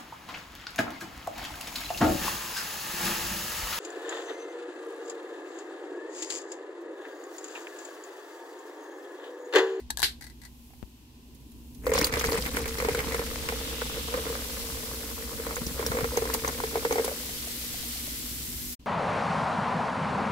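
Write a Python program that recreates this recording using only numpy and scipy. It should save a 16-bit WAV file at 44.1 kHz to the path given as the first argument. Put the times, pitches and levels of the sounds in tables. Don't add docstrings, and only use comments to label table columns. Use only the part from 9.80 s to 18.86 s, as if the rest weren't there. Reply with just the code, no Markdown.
import sys
import numpy as np
from scipy import signal
from scipy.fft import rfft, irfft
from scipy.io import wavfile
from scipy.ndimage import uniform_filter1d

SR = 44100
rng = np.random.default_rng(int(sys.argv[2]) if len(sys.argv) > 2 else 0)


def dump(signal):
    limited = np.clip(np.atleast_2d(signal).T, -1, 1)
    pcm = np.round(limited * 32767).astype(np.int16)
    wavfile.write(sys.argv[1], SR, pcm)


N = 399546
TIME = np.arange(N) / SR
SHORT = TIME[:SR // 4]
FOAM_START_S, FOAM_END_S = 2.01, 8.97
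FOAM_AGE = np.maximum(TIME - FOAM_START_S, 0)
LEFT_LEAD_S = 0.00025

# (frequency [Hz], gain [dB], t60 [s])
TUB_RESONANCES = [(454.2, 4, 0.15), (504.7, 0.5, 0.078), (557, -9, 0.017), (276.7, -7.5, 0.06)]
# (frequency [Hz], level [dB])
SPLATTER_SPECTRUM = [(250, -16), (650, -0.5), (1050, 2.5), (1550, 1), (2200, 9), (2650, -5.5), (5000, -7.5),
                     (15000, -14.5)]
# (frequency [Hz], level [dB])
HISS_SPECTRUM = [(2500, -26.5), (5500, -3.5), (7700, 1.5), (9300, -1), (11800, 4), (15500, 1)]


def glugs():
    # (time [s], ring level [dB], ring frequency [Hz], plop level [dB], plop frequency [Hz])
    bursts = [(2.067, -10.5, 494, -16, 1050), (2.093, -13, 460, -25, 2000), (2.118, -10, 480, -18, 1800),
              (2.136, -17, 486, -18, 1020), (2.152, -19, 530, -16, 1010), (2.178, -32, 490, -13, 1070),
              (2.19, -16.5, 493, -26, 680), (2.213, -21, 500, -13.5, 1700), (2.325, -26, 497, -16.5, 2100),
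              (2.338, -20, 460, -12, 2060), (2.357, -29, 494, -16, 2140), (2.412, -28, 496, -17.5, 1100),
              (2.441, -21.5, 473, -13, 1520), (2.489, -25, 487, -20, 1070), (2.521, -14, 457, -21, 939),
              (2.541, -18, 479, -23, 945), (2.575, -31, 490, -18, 2010), (2.662, -29, 474, -14.5, 2090),
              (2.769, -18.5, 469, -14, 1460), (2.857, -21, 460, -18, 2180), (2.984, -20, 446, -22, 2210),
              (3.001, -26, 497, -14.5, 2120), (3.023, -19, 498, -23, 1000), (3.048, -15.5, 444, -19, 748),
              (3.086, -11, 450, -16, 750), (3.148, -18, 455, -15, 1390), (3.176, -19, 458, -25, 1990),
              (3.19, -20, 448, -15.5, 1970), (3.204, -23, 470, -20, 2000), (3.322, -39, 523, -20, 1980),
              (3.345, -18, 467, -15.5, 1210), (3.393, -17, 460, -22, 1000), (3.688, -26, 463, -13, 2140),
              (3.723, -20, 470, -21, 720), (4.018, -22.5, 500, -17, 1420), (4.178, -24, 474, -33, 1440),
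              (4.34, -18.5, 513, -12.5, 1060), (4.374, -19.5, 530, -23.5, 1390),
              (4.466, -22, 482, -22, 1220), (4.499, -21, 475, -29, 1000), (4.553, -26, 505, -19, 1310),
              (5.598, -22.5, 475, -26, 1080), (5.667, -21, 500, -19, 1020), (5.709, -32, 490, -21, 1210),
              (5.767, -27, 476, -18, 1220), (5.994, -15, 446, -21, 850), (6.027, -22, 480, -20, 1040),
              (6.063, -18, 457, -23, 1000), (6.118, -21, 457, -17, 1060), (6.149, -18.5, 478, -23, 720),
              (6.17, -17, 476, -17, 880), (6.187, -15.5, 455, -19, 1100), (6.207, -19, 480, -19, 1310),
              (6.243, -16, 463, -14.5, 1150), (6.334, -22, 505, -33, 877), (6.373, -10, 452, -14.5, 830),
              (6.421, -12, 440, -21, 692), (6.454, -22, 463, -23.5, 982), (6.5, -31, 480, -18.5, 1190),
              (6.547, -18, 476, -17.5, 870), (6.647, -31, 487, -12.5, 910), (6.677, -25, 483, -17, 950),
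              (6.688, -23, 453, -19, 926), (6.802, -22.5, 470, -18.5, 990), (6.837, -16, 442, -17, 905),
              (6.929, -22.5, 436, -33, 724), (6.956, -13.5, 445, -14.5, 715), (6.971, -17, 432, -23, 676),
              (7.05, -11.5, 460, -13, 810), (7.109, -11.5, 454, -18, 900), (7.125, -18, 447, -15, 816),
              (7.157, -14, 445, -17, 765), (7.182, -11.5, 460, -15, 855), (7.195, -11, 450, -21, 720),
              (7.244, -16.5, 440, -22, 960), (7.279, -20, 524, -18.5, 640), (7.314, -26, 570, -28, 700)]
    plop_cycles, opening_cycles = 7.5, 1.2
    rings, plops, spray = np.zeros((3, 2, N))
    for s, ring_db, ring_hz, plop_db, plop_hz in bursts:
        ring = blip(SHORT, ring_hz, t60=0.048, rise=0.025) * (1 - fade(0.014))
        add(rings, s, from_db(ring_db) * ring)
        plop = from_db(plop_db) * blip(SHORT, plop_hz, t60=plop_cycles / plop_hz, rise=0.036)
        plop *= 1 - fade(opening_cycles / plop_hz)
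        add(plops, s, off_centre(plop, LEFT_LEAD_S + 0.00025 * rng.standard_normal()))
        drops = rng.standard_normal(len(SHORT)) * fade(0.018)
        drops[0] = 3
        add(spray, s, from_db(plop_db - 7.5) * drops)
    whistle = from_db(-21) * blip(SHORT, hz=1725, t60=0.055, rise=1.1)
    add(plops, 2.214, whistle)
    spray = off_centre(spray, LEFT_LEAD_S) + diffuse(spray, wet_db=-1, t60=0.078)
    splatter = muffled(coloured(spray, SPLATTER_SPECTRUM))
    tub = resonate(diffuse(rings, wet_db=16.5, t60=0.039, side_db=-10.5), TUB_RESONANCES)
    cavities = filtered(rings, "high", hz=280, order=2)
    return cavities + tub + reflected(plops, wet_db=-5, t60=0.02) + splatter


def churn():
    # (frequency [Hz], level [dB])
    blip_spectrum = [(400, -26), (680, -6), (1000, 2), (1600, -0.5), (2250, 0.5), (2700, -2), (4000, -21.5)]
    blip_loss_db_per_s, burble_loss_db_per_s = 0.43, 3.5
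    pops = bubbles(per_s=240, low_hz=610, high_hz=2390, t60=0.0047, spread_db=2.3, width_s=0.00033)
    scattered = off_centre(pops + diffuse(pops, wet_db=4, t60=0.08, side_db=3.5), LEFT_LEAD_S)
    blips = levelled(muffled(coloured(scattered, blip_spectrum)))
    tub = levelled(resonate(diffuse(pops, wet_db=0, t60=0.0059, side_db=-16), TUB_RESONANCES))
    burble = bubbles(per_s=70, low_hz=95, high_hz=306, t60=0.038, spread_db=6, width_s=0.00031)
    blip_gain = from_db(-1.5 - blip_loss_db_per_s * FOAM_AGE)
    burble_gain = from_db(-burble_loss_db_per_s * FOAM_AGE)
    return gas_flow() * (tub + blip_gain * blips + burble_gain * levelled(burble))


def gas_flow():
    # (time [s], level [dB])
    simmer = [(2.0, -38.5), (2.2, -42), (4.1, -42.5), (4.75, -45), (5.45, -45), (6.1, -45.5), (7.25, -42.5),
              (7.5, -52), (8.9, -67.5)]
    # (time [s], duration [s], level [dB])
    surges = [(2.146, 0.13, -36), (2.36, 0.2, -35), (2.752, 0.048, -37.5), (3.018, 0.39, -40.5),
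              (4.32, 0.23, -42.5), (5.582, 0.15, -44.5), (5.986, 0.72, -40.5), (6.943, 0.37, -46)]
    attack_s, release_t60 = 0.037, 0.26
    simmer_db, = in_time(simmer)
    power = from_db(simmer_db) ** 2
    for s, length, db in surges:
        attack = np.clip((TIME - s) / attack_s + 1, 0, 1)
        release_db = -60 * np.clip((TIME - s - length) / release_t60, 0, 2)
        power += (attack * from_db(db + release_db)) ** 2
    return np.sqrt(power)


def fizz():
    # (time [s], coarse fizz level [dB], fine fizz level [dB])
    foam_levels = [(2.1, -57, -41), (2.16, -30.5, -55), (2.3, -43, -50), (2.44, -35, -38), (2.75, -40, -42),
                   (4.3, -39, -41.5), (4.85, -38, -38.5), (5.5, -41, -40.5), (8.1, -38.5, -37),
                   (8.94, -43.5, -37)]
    # (frequency [Hz], level [dB])
    coarse_spectrum = [(600, -7), (1300, -5), (2050, -1.5), (3300, 2.5), (5400, 2), (6800, -2), (10000, -3),
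                       (15000, -11)]
    # (frequency [Hz], gain [dB], t60 [s])
    wall_modes = [(2040, 12.5, 0.052), (4130, 12.5, 0.13), (4620, 7, 0.038), (5430, -3, 0.083)]
    coarse_db, fine_db = in_time(foam_levels)
    doubling_s = 0.35
    per_s = np.minimum(180 * 2 ** (FOAM_AGE / doubling_s), 12000)
    cells = bubbles(per_s, low_hz=1120, high_hz=8760, t60=0.0042, spread_db=5, width_s=0.0007)
    tiny = bubbles(per_s, low_hz=4200, high_hz=16800, t60=0.00058, spread_db=3.5, width_s=0.0007)
    raft = bubbles(per_s=6000, low_hz=2550, high_hz=3900, t60=0.014, spread_db=2.5, width_s=0.00094)
    walls = resonate(diffuse(cells, wet_db=2, t60=0.015), wall_modes)
    build_up = np.clip(FOAM_AGE / 1.1, 0.5, 1)
    scattered = build_up * diffuse(cells, wet_db=8.5, t60=0.13)
    coarse = levelled(coloured(cells + walls + scattered, coarse_spectrum))
    fine = levelled(coloured(tiny + diffuse(tiny, wet_db=0.5, t60=0.04), HISS_SPECTRUM))
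    raft = from_db(-43) * swell(centre_s=4.07, width_s=0.51) * levelled(raft)
    coarse -= 0.22 * swell(centre_s=5.3, width_s=0.8) * filtered(coarse, "low", hz=8400, order=1)
    return from_db(coarse_db) * coarse * pan(0.61) + from_db(fine_db) * fine * pan(1.5) + raft


def tablet():
    # (time [s], level [dB], t60 [s], relative drive of the hollow [dB])
    cracks = [(0.1023, -28.5, 0.013, 28.5), (0.1049, -16, 0.028, 6), (0.1725, -15.5, 0.016, 12),
              (.187, -26, 0.015, 8), (0.194, -19.5, 0.015, 9), (0.2013, -20.5, 0.027, 10),
              (0.219, -16.5, 0.022, 9)]
    # (time [s], level [dB])
    crumb_falls = [(.001, -45), (0.41, -37), (.423, -37), (0.441, -38), (0.467, -40), (0.499, -44),
                   (0.617, -42.5), (0.636, -44), (.651, -38)]
    # (time [s], level [dB], t60 [s])
    final_break = [(0.2295, 1.5, 0.0028), (.232, -17, .2), (0.243, -15.5, 0.06)]
    # (frequency [Hz], gain [dB], t60 [s])
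    hollow_modes = [(870, -1.5, 0.029), (1687, 8.5, 0.073), (3855, 0, 0.062), (4300, -5, 0.046),
                    (5940, -12, 0.037), (7800, 1, 0.048)]
    crumb_modes = [(1970, 5.5, 0.019)]
    # (frequency [Hz], level [dB])
    crack_spectrum = [(260, -17), (550, -14), (720, -4.5), (950, 2), (1250, -16), (1650, 4), (2300, -14),
                      (2700, -13), (4300, 3.5), (5200, -4.5), (7000, -6), (7900, -3.5), (12000, -6),
                      (15500, -16)]
    break_spectrum = [(180, -45), (300, -19), (391, -10), (620, -35), (708, -11), (1260, -17), (1620, -3.5),
                      (2480, -8), (4280, 1.5), (5850, -12), (12100, -12), (14300, -20), (15500, -35)]
    direct, hollow, crumbs, broken = np.zeros((4, 2, N))
    for s, db, t60, drive_db in cracks:
        crack = fracture(db, t60)
        add(direct, s, crack)
        add(hollow, s, from_db(drive_db) * crack)
    for s, db in crumb_falls:
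        add(crumbs, s, fracture(db, t60=0.092))
    for s, db, t60 in final_break:
        add(broken, s, fracture(db, t60))
    direct += crumbs
    cracking = coloured(direct + diffuse(direct, wet_db=-12.5, t60=0.12), crack_spectrum)
    ring = resonate(0.68 * hollow + diffuse(hollow, wet_db=-10, t60=0.024), hollow_modes)
    scrape = from_db(12) * resonate(crumbs, crumb_modes)
    snap = coloured(broken + diffuse(broken, wet_db=-4.5, t60=0.14), break_spectrum)
    return cracking + ring + scrape + snap


def fracture(db, t60):
    grit = 0.42 * rng.standard_normal((2, len(SHORT))) * fade(t60)
    grit[:, 0] = 1
    return from_db(db) * grit * pan(2 + 11 * fade(0.02))


def pings():
    # (time [s], level [dB], frequency [Hz])
    small_bubbles = [(1.5477, -41, 11200), (1.7166, -42, 11030), (1.9463, -38, 10300), (2.136, -14.5, 6750),
                     (2.186, -10, 5350), (2.211, -14, 5430), (2.243, -7, 4480), (2.267, -14.5, 9500),
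                     (2.3937, -14.5, 5950), (2.517, -20, 4400), (2.764, -20, 10700), (5.7565, -21, 6600),
                     (5.8656, -19, 5700), (6.0633, -13, 5470), (6.37, -15, 6270), (6.538, -8.5, 12700),
                     (6.677, -16, 6150), (7.1238, -19, 6340), (7.245, -14, 10500)]
    out = np.zeros((2, N))
    for s, db, hz in small_bubbles:
        snap = 0.17 * rng.standard_normal((2, len(SHORT))) * fade(0.063)
        ring = 0.53 * blip(SHORT, hz, t60=48 / hz, rise=0.053)
        add(out, s, from_db(db) * (ring + snap) * (1 - fade(0.00082)))
    return reflected(filtered(out, "high", hz=2500, order=2), wet_db=3, t60=0.013)


def gulps():
    # (time [s], level [dB], frequency [Hz])
    pockets = [(5.8193, -24.5, 205), (5.871, -24, 215), (5.916, -30, 170), (6.106, -26, 130),
               (6.147, -27, 260), (6.233, -24.5, 140)]
    out = np.zeros(N)
    for s, db, hz in pockets:
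        out += from_db(db) * np.cos(2 * np.pi * hz * (TIME - s)) * swell(s, width_s=0.48 / hz)
    return out * pan(8.5)


def soft_blips():
    # (time [s], level [dB], frequency [Hz])
    bumps_and_bubbles = [(.905, -51, 725), (.935, -47, 780), (7.492, -39, 696), (7.673, -35, 673),
                         (7.943, -37.5, 711), (8.034, -40, 710), (8.158, -40, 726), (8.278, -38, 600)]
    out = np.zeros((2, N))
    for s, db, hz in bumps_and_bubbles:
        add(out, s, from_db(db) * blip(SHORT, hz, t60=0.027, rise=0.025))
    return out + coloured(diffuse(out, wet_db=-4, t60=0.015), SPLATTER_SPECTRUM)


def thumps():
    # (time [s], level [dB], frequency [Hz], left minus right [dB])
    knocks = [(0.24, -36, 59.6, 15), (1.028, -33.5, 185, 21), (1.036, -37.5, 52.3, 15)]
    out = np.zeros((2, N))
    for s, db, hz, side_db in knocks:
        envelope = fade(4 / hz) * (1 - fade(0.049 / hz))
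        add(out, s, from_db(db) * pan(side_db) * np.sin(2 * np.pi * hz * SHORT + 0.97) * envelope)
    return out


def background():
    # (time [s], rumble level [dB], hum level [dB])
    low_levels = [(0.0, -46, -52), (1.2, -56.5, -56), (1.95, -48, -49), (2.1, -37.5, -42.5),
                  (3.0, -38, -43.5), (5.5, -43.5, -46.5), (6.2, -37.5, -41.5), (7.5, -48, -46.5),
                  (8.9, -44, -45), (9.0, -54, -55)]
    # (time [s], level [dB])
    hiss_levels = [(.1, -72), (.85, -59), (1.3, -65.5), (2.0, -58), (9.0, -69)]
    # (frequency [Hz], level [dB])
    rumble_spectrum = [(15, -14.5), (38, -3.5), (50, -2), (60, 12.5), (78, 0), (105, -23), (180, -46),
                       (400, -68)]
    hum_spectrum = [(70, -8.5), (130, 1), (160, -6), (205, -4.5), (226, -1.5), (240, 11), (256, -1.5),
                    (300, -3), (350, -8), (450, -15), (800, -38.5), (2000, -44)]
    air_spectrum = [(290, -39), (500, -12), (666, -9.5), (1010, -4.5), (1240, -17.5), (2260, -15),
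                    (2570, -9), (5000, -13), (6360, -16), (15500, -32)]
    rumble_db, hum_db = in_time(low_levels)
    hiss_db, = in_time(hiss_levels)
    rumble = from_db(rumble_db) * levelled(noise(rumble_spectrum, side_db=-11.5)) * pan(-0.95)
    hum = from_db(hum_db) * levelled(noise(hum_spectrum, side_db=-14.5))
    air = from_db(-62) * noise(air_spectrum, side_db=0.5)
    hiss = from_db(hiss_db) * noise(HISS_SPECTRUM, side_db=-1)
    return rumble + hum + air + hiss


def blip(t, hz, t60, rise):
    return np.sin(2 * np.pi * hz * t * (1 + rise * t / t60)) * np.exp(-np.log(1000) * t / t60)


def bubbles(per_s, low_hz, high_hz, t60, spread_db, width_s):
    born = np.flatnonzero((rng.random(N) < per_s / SR) & (TIME > FOAM_START_S))
    pitch, chance, place, lag = rng.random((4, N, 1))[:, born]
    age = np.arange(int(t60 * SR))
    sizes = from_db(spread_db * np.minimum(-np.log1p(-chance), 4))
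    polarity = rng.choice([-1, 1], (N, 1))[born]
    waves = sizes * polarity * blip(age / SR, low_hz + pitch * (high_hz - low_hz), t60, rise=0.034)
    out = np.zeros((2, N))
    for channel, side in enumerate((1, -1)):
        delay = np.rint(side * (lag - 0.5) * width_s * SR).astype(int)
        at = born[:, None] + age + delay
        panned = waves * from_db(side * 7.9 * (place - 0.5))
        out[channel] = np.bincount(at.ravel(), panned.ravel(), N)[:N]
    return out


def muffled(x, edge_hz=1400):
    # (time [s], treble gain [dB])
    foam_cover = [(2.0, -2), (3.4, 0), (4.3, -10.5), (6.2, -4.5), (7.3, -6.5)]
    treble_db, = in_time(foam_cover)
    lows = filtered(x, "low", edge_hz, order=3)
    highs = filtered(x, "high", edge_hz, order=3)
    return lows + from_db(treble_db) * highs


def resonate(x, modes):
    out = 0
    for k, (hz, db, t60) in enumerate(modes):
        radius = from_db(-60 / (t60 * SR))
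        zeros = np.array([1, 0, -1]) * (1 - radius ** 2) / 2
        poles = [1, -2 * radius * np.cos(2 * np.pi * hz / SR), radius ** 2]
        out += (-1) ** k * from_db(db) * signal.lfilter(zeros, poles, x + 1e-18)
    return out


def reflected(x, wet_db, t60):
    tail = rng.standard_normal((2, len(SHORT))) * fade(t60) * (SHORT > 0.001)
    tail *= from_db(wet_db) / np.linalg.norm(tail, axis=1, keepdims=True)
    return x + signal.oaconvolve(x, tail, axes=-1)[:, :N]


def diffuse(x, wet_db, t60, side_db=0):
    retained = from_db(-120 / (t60 * SR))
    energy = signal.lfilter([1 - retained], [1, -retained], np.mean(x ** 2, axis=0) + 1e-18)
    return from_db(wet_db) * np.sqrt(energy) * white(side_db)


def off_centre(x, lead_s):
    t = TIME[:x.shape[-1]]
    left, right = np.broadcast_to(x, (2, len(t)))
    return np.array([left, np.interp(t - lead_s, t, right, left=0)])


def pan(side_db):
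    return from_db(np.array([[0.5], [-0.5]]) * side_db)


def coloured(x, spectrum, size=8192):
    hz, db = np.transpose(spectrum)
    grid = np.maximum(np.linspace(0, SR / 2, size // 2 + 1), 1)
    magnitude = from_db(np.interp(np.log(grid), np.log(hz), db))
    cepstrum = irfft(np.log(magnitude))
    causal = 2 * cepstrum[:size // 2] * (np.arange(size // 2) > 0)
    response = irfft(np.exp(rfft(causal, size)))
    return signal.oaconvolve(x, response[None] / np.linalg.norm(response), axes=-1)[:, :N]


def filtered(x, kind, hz, order):
    return signal.sosfilt(signal.butter(order, hz, kind, fs=SR, output="sos"), x + 1e-18)


def white(side_db):
    mid, side = rng.standard_normal((2, N))
    return rms_one(mid + from_db(side_db) * side * np.array([[1], [-1]]))


def noise(spectrum, side_db):
    return rms_one(coloured(white(side_db), spectrum))


def levelled(x, size=5000):
    power = uniform_filter1d(uniform_filter1d(np.mean(x ** 2, axis=0), size), size)
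    return x / np.sqrt(np.abs(power) + 1e-4 * power.mean())


def rms_one(x):
    return x / np.sqrt(np.mean(x ** 2) + 1e-20)


def fade(t60):
    return np.exp(-np.log(1000) * SHORT / t60)


def swell(centre_s, width_s):
    return np.exp(-((TIME - centre_s) / width_s) ** 2)


def from_db(db):
    return 10 ** (np.asarray(db) / 20)


def in_time(rows):
    s, *columns = np.transpose(rows)
    return [np.interp(TIME, s, column) for column in columns]


def add(out, s, sound):
    start = max(round(s * SR), 0)
    out[:, start:start + sound.shape[-1]] += sound[..., :N - start]


def scene():
    foaming = np.clip(FOAM_AGE / 0.061, 0, 1) ** 2 * (TIME < FOAM_END_S)
    events = tablet() + glugs() + pings() + soft_blips()
    return events + foaming * (churn() + fizz()) + thumps() + gulps() + background()


def record(dry):
    # (time [s], gain [ratio])
    dropout = [(0, 1), (8.935, 1), (8.955, 0), (8.992, 0), (8.998, 1)]
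    cutoff_hz = 15650
    gain, = in_time(dropout)
    lowpass = signal.ellip(10, 0.2, 80, cutoff_hz, fs=SR, output="sos")
    return np.clip(signal.sosfilt(lowpass, dry * gain), -1, 1)


dry = scene()
out = record(dry)
dump(out)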